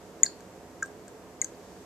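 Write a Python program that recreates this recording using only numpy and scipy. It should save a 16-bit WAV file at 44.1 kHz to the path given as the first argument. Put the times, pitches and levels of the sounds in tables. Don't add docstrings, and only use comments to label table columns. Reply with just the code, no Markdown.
import sys
import numpy as np
from scipy import signal
from scipy.fft import rfft, irfft, next_fast_len
from scipy.io import wavfile
from scipy.ndimage import map_coordinates

SR = 44100
rng = np.random.default_rng(int(sys.argv[2]) if len(sys.argv) > 2 else 0)


def wav_record(signal):
    frames = np.transpose(np.atleast_2d(signal))
    bounded = np.clip(frames, -1, 1)
    quanta = np.round(bounded * 32767).astype(np.int16)
    wavfile.write(sys.argv[1], SR, quanta)


N = 81585

# (frequency [Hz], relative density [dB])
AIR_SPECTRUM = [(15, -62.5), (25, -29.5), (36, -35), (48, -16), (102, -10), (136, -10.5), (177, -4.5),
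                (219, -8.5), (257, -10), (286, -7.5), (318, -4.5), (363, -7.5), (425, -2.5), (485, -6),
                (741, -10), (802, -13.5), (991, -14.5), (1510, -20.5), (1640, -19.5), (2500, -25.5),
                (3930, -31), (6160, -28.5), (7820, -28.5), (8930, -35.5), (14000, -36)]
# (frequency [Hz], left-right correlation [0..1])
AIR_COHERENCE = [(60, 0.78), (500, 1), (1200, 0.55), (3000, 0.17), (7000, 0.13), (13000, 0.069)]
# (frequency [Hz], left over right [dB])
AIR_BALANCE = [(60, -4), (230, -2.0), (910, -3), (3550, 1), (13800, 1.5)]
# (frequency [Hz], level [dB])
HUM_LINES = [(59.5, -71), (95, -67.5), (188, -65), (259, -62.5), (333, -63), (420, -62.5), (592, -74),
             (715, -65.5), (921, -70)]
# (time [s], level [dB])
HISS_ENVELOPE = [(0, -65.5), (.4, -66.5), (.6, -68), (1.4, -69.5), (1.65, -62), (1.85, -62.5)]
# (frequency [Hz], relative density [dB])
HISS_SPECTRUM = [(1000, -28.5), (3500, 0), (7000, 1.5), (9000, -7), (14000, -11)]
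# (frequency [Hz], t60 [s])
ROOM_DECAY = [(1500, 0.23), (4500, 0.28), (7000, 0.19), (14000, 0.16)]
# (frequency [Hz], gain [dB])
ROOM_EQ = [(1500, 0.5), (3000, -2.5), (4100, 8), (4550, 4.5), (5100, 6), (6300, 1.5), (6900, -5), (7500, 5),
           (8500, 0.5), (14000, -4)]
# (frequency [Hz], t60 [s])
SINK_DECAY = [(1500, 0.021), (7000, 0.022), (14000, 0.013)]
# (left delay [s], right delay [s], gain [dB])
WALL_TAPS = [(.0041, .0047, -25.5), (.0068, .0074, -23.5), (0.0125, .0131, -21.5), (.0238, .0226, -25.5)]
# (frequency [Hz], level re splash [dB], t60 [s])
CYLINDER_MODES = [(1606, -18.5, 0.058), (4475, -23, .04), (8320, -20, 0.036)]
# (time [s], level [dB], t60 [s])
SPLASHES = [(0.2327, -23, 0.018), (0.2548, -35, 0.00818), (0.264, -31.5, 0.012), (0.4066, -38.5, .004),
            (0.8226, -45.5, 0.011), (0.8283, -37, .010), (0.8587, -43, 0.014), (1.0809, -34, 0.004),
            (1.4163, -33, .010), (1.42, -28.5, 0.018), (1.4457, -30, 0.016)]
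# (frequency [Hz], gain [dB])
SPRAY_EQ = [(300, -43), (1000, -28), (1700, -12.5), (3000, -19), (4900, -11), (5500, -12), (6500, 1),
            (7800, -2.5), (9300, -10.5), (11500, -17.5), (13500, -15), (16000, -24)]
# (time [s], pitch [Hz], level [dB], swell [s], t60 [s], glide [Hz/s])
BUBBLE_PINGS = [ (0.2325, 6930, 5.5, 0.00074, 0.01, 9999.5), (.2327, 3650, -34, 0.00071, 0.016, 3),
                (.2340, 8360, -27, 0.00081, .03, -0.5), (.2355, 2135, -18, 0.0027, 0.018, -26000),
                (0.2525, 6100, -32, .0004, .010, 0.5), (0.2617, 4517, -22, 0.00054, 0.024, 1.5),
                (0.2602, 4314, -25.5, 0.0012, 0.023, 5), (.2655, 4950, -29, .0004, .014, 0.5),
                (0.2617, 1750, -33, 0.00084, 0.022, -30000), (0.8242, 1596, -16.5, 0.0017, 0.045, 1.5),
                (0.823, 1430, -25.5, 0.0033, 0.044, -14000), (.8244, 2146, -39, 0.00023, 0.013, 0),
                (.8240, 6900, -43, 0.00055, 0.013, 3), (.8287, 6890, -18, 0.00046, 0.008, 100000),
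                (.8287, 5910, -30, 0.00066, 0.013, 0), (0.8575, 8150, -49.5, 0.0013, 0.063, 0),
                (1.4160, 6820, 3, 0.00083, 0.0048, -2.5), (1.4190, 2176, -21, 0.0027, 0.021, -24000),
                (1.4197, 8500, -26.5, 0.00051, 0.012, 2), (1.4443, 7030, -7.5, 0.00077, 0.0042, 2),
                (1.4443, 6340, -18, 0.00083, 0.014, 0), (1.4450, 7870, -28, 0.00056, .016, 0),
                (1.446, 1800, -39, 0.0017, 0.0097, -20000), (1.5480, 4540, -49.5, .0006, 0.017, 0)]
# (frequency [Hz], left over right [dB])
DRIP_BALANCE = [(1500, .5), (2200, 0), (4500, 2), (6800, 6.3), (14000, 7.5)]


def amp(db):
    return 10 ** (np.asarray(db) / 20)


def unit(x):
    return x / np.sqrt(np.mean(x ** 2) + 1e-20)


def along(points, hz):
    knots_hz, values = np.transpose(points)
    return np.interp(np.log(hz + 1), np.log(knots_hz + 1), values)


def pan(db):
    return amp(np.array([[.5], [-.5]]) * db)


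def delay(hz, left_s, right_s):
    return np.exp(-2j * np.pi * hz * [[left_s], [right_s]])


def wobble(rate_hz):
    knots = rng.standard_normal(int(N * rate_hz / SR) + 4)
    return map_coordinates(knots, [np.arange(N) * rate_hz / SR])


def filtered(x, response):
    size = next_fast_len(x.shape[-1] + SR // 4)
    hz = np.fft.rfftfreq(size, 1 / SR)
    return irfft(rfft(x, size) * response(hz), size)[..., :x.shape[-1]]


def add(out, start_s, x):
    part = out[:, round(start_s * SR):][:, :x.shape[-1]]
    part += x[..., :part.shape[1]]


def ventilation(rush_db=-49, hum_pan_db=-2.5, swell_db=0.5, waver_rad=1):
    def mid_side_gains(hz):
        angle_rad = np.arccos(along(AIR_COHERENCE, hz)) / 2
        return amp(along(AIR_SPECTRUM, hz)) * [np.cos(angle_rad), np.sin(angle_rad)]

    mid, side = filtered(rng.standard_normal((2, N)), mid_side_gains)
    rush = filtered(np.array([mid + side, mid - side]), lambda hz: pan(along(AIR_BALANCE, hz)))
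    t = np.arange(N) / SR
    hum = np.zeros(N)
    for hz, db in HUM_LINES:
        gain = amp(db + swell_db * wobble(rate_hz=4))
        phase_rad = 2 * np.pi * hz * t + waver_rad * wobble(rate_hz=12.01)
        hum += gain * unit(np.sin(phase_rad))
    return amp(rush_db) * unit(rush) + pan(hum_pan_db) * hum


def hiss():
    noise = filtered(rng.standard_normal((2, N)), lambda hz: amp(along(HISS_SPECTRUM, hz)))
    level_db = np.interp(np.arange(N) / SR, *np.transpose(HISS_ENVELOPE))
    return amp(level_db) * unit(noise)


def reverb(x, decay, gap_s):
    hz, t, spectra = signal.stft(rng.standard_normal((2, SR // 2)), SR, nperseg=128)
    t60_s = along(decay, hz)[:, None]
    _, tail = signal.istft(spectra * amp(-60 * t / t60_s), SR, nperseg=128)
    tail /= np.linalg.norm(tail[0])
    tail = np.pad(tail, ((0, 0), (round(gap_s * SR), 0)))
    return signal.fftconvolve(x, tail, axes=1)[:, :N]


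def room_reverb(tones, spray, spray_boost_db=5.5):
    send = filtered(tones + amp(spray_boost_db) * spray, lambda hz: amp(along(ROOM_EQ, hz)))
    return reverb(send, ROOM_DECAY, gap_s=0.0082)


def wall_echoes(x):
    def response(hz):
        return sum(amp(db) * delay(hz, left_s, right_s) for left_s, right_s, db in WALL_TAPS)

    return filtered(x, response)


def direct_path(x, left_lag_s=18e-6):
    return filtered(x, lambda hz: pan(along(DRIP_BALANCE, hz)) * delay(hz, left_lag_s, 0))


def cylinder_ring(t):
    ring = sum(amp(db - 60 * t / t60_s) * np.sin(2 * np.pi * hz * t) for hz, db, t60_s in CYLINDER_MODES)
    out = np.zeros((1, N))
    for start_s, db, _ in SPLASHES:
        add(out, start_s, amp(db) * ring)
    return out


def splash_spray(t, gain_db=6.5):
    out = np.zeros((1, N))
    for start_s, db, t60_s in SPLASHES:
        envelope = amp(db + gain_db - 60 * t / t60_s)
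        add(out, start_s, envelope * rng.standard_normal(len(t)))
    return filtered(out, lambda hz: amp(along(SPRAY_EQ, hz)))


def bubbles(t):
    out = np.zeros((1, N))
    for start_s, hz, db, swell_s, t60_s, glide_hz_per_s in BUBBLE_PINGS:
        attack = 1 - np.exp(-(t / swell_s) ** 2)
        envelope = attack * amp(db - 60 * t / t60_s)
        phase_rad = 2 * np.pi * np.cumsum(hz + glide_hz_per_s * t) / SR
        add(out, start_s, envelope * np.sin(phase_rad))
    return out


def scene():
    event_time_s = np.arange(SR // 10) / SR
    tones = bubbles(event_time_s) + cylinder_ring(event_time_s)
    spray = splash_spray(event_time_s)
    drips = tones + spray
    sink = amp(db=-19) * reverb(drips, SINK_DECAY, gap_s=0.002)
    room = amp(db=-17.5) * room_reverb(tones, spray)
    return direct_path(drips) + wall_echoes(drips) + sink + room + ventilation() + hiss()


def record(dry):
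    bend, distortion_above_hz, top_hz = 0.025, 3000, 14280
    distortion = bend * filtered(dry ** 2, lambda hz: hz > distortion_above_hz)
    clipped = np.clip(dry + distortion, -1, 1)
    return filtered(clipped, lambda hz: hz < top_hz)


dry = scene()
out = record(dry)
wav_record(out)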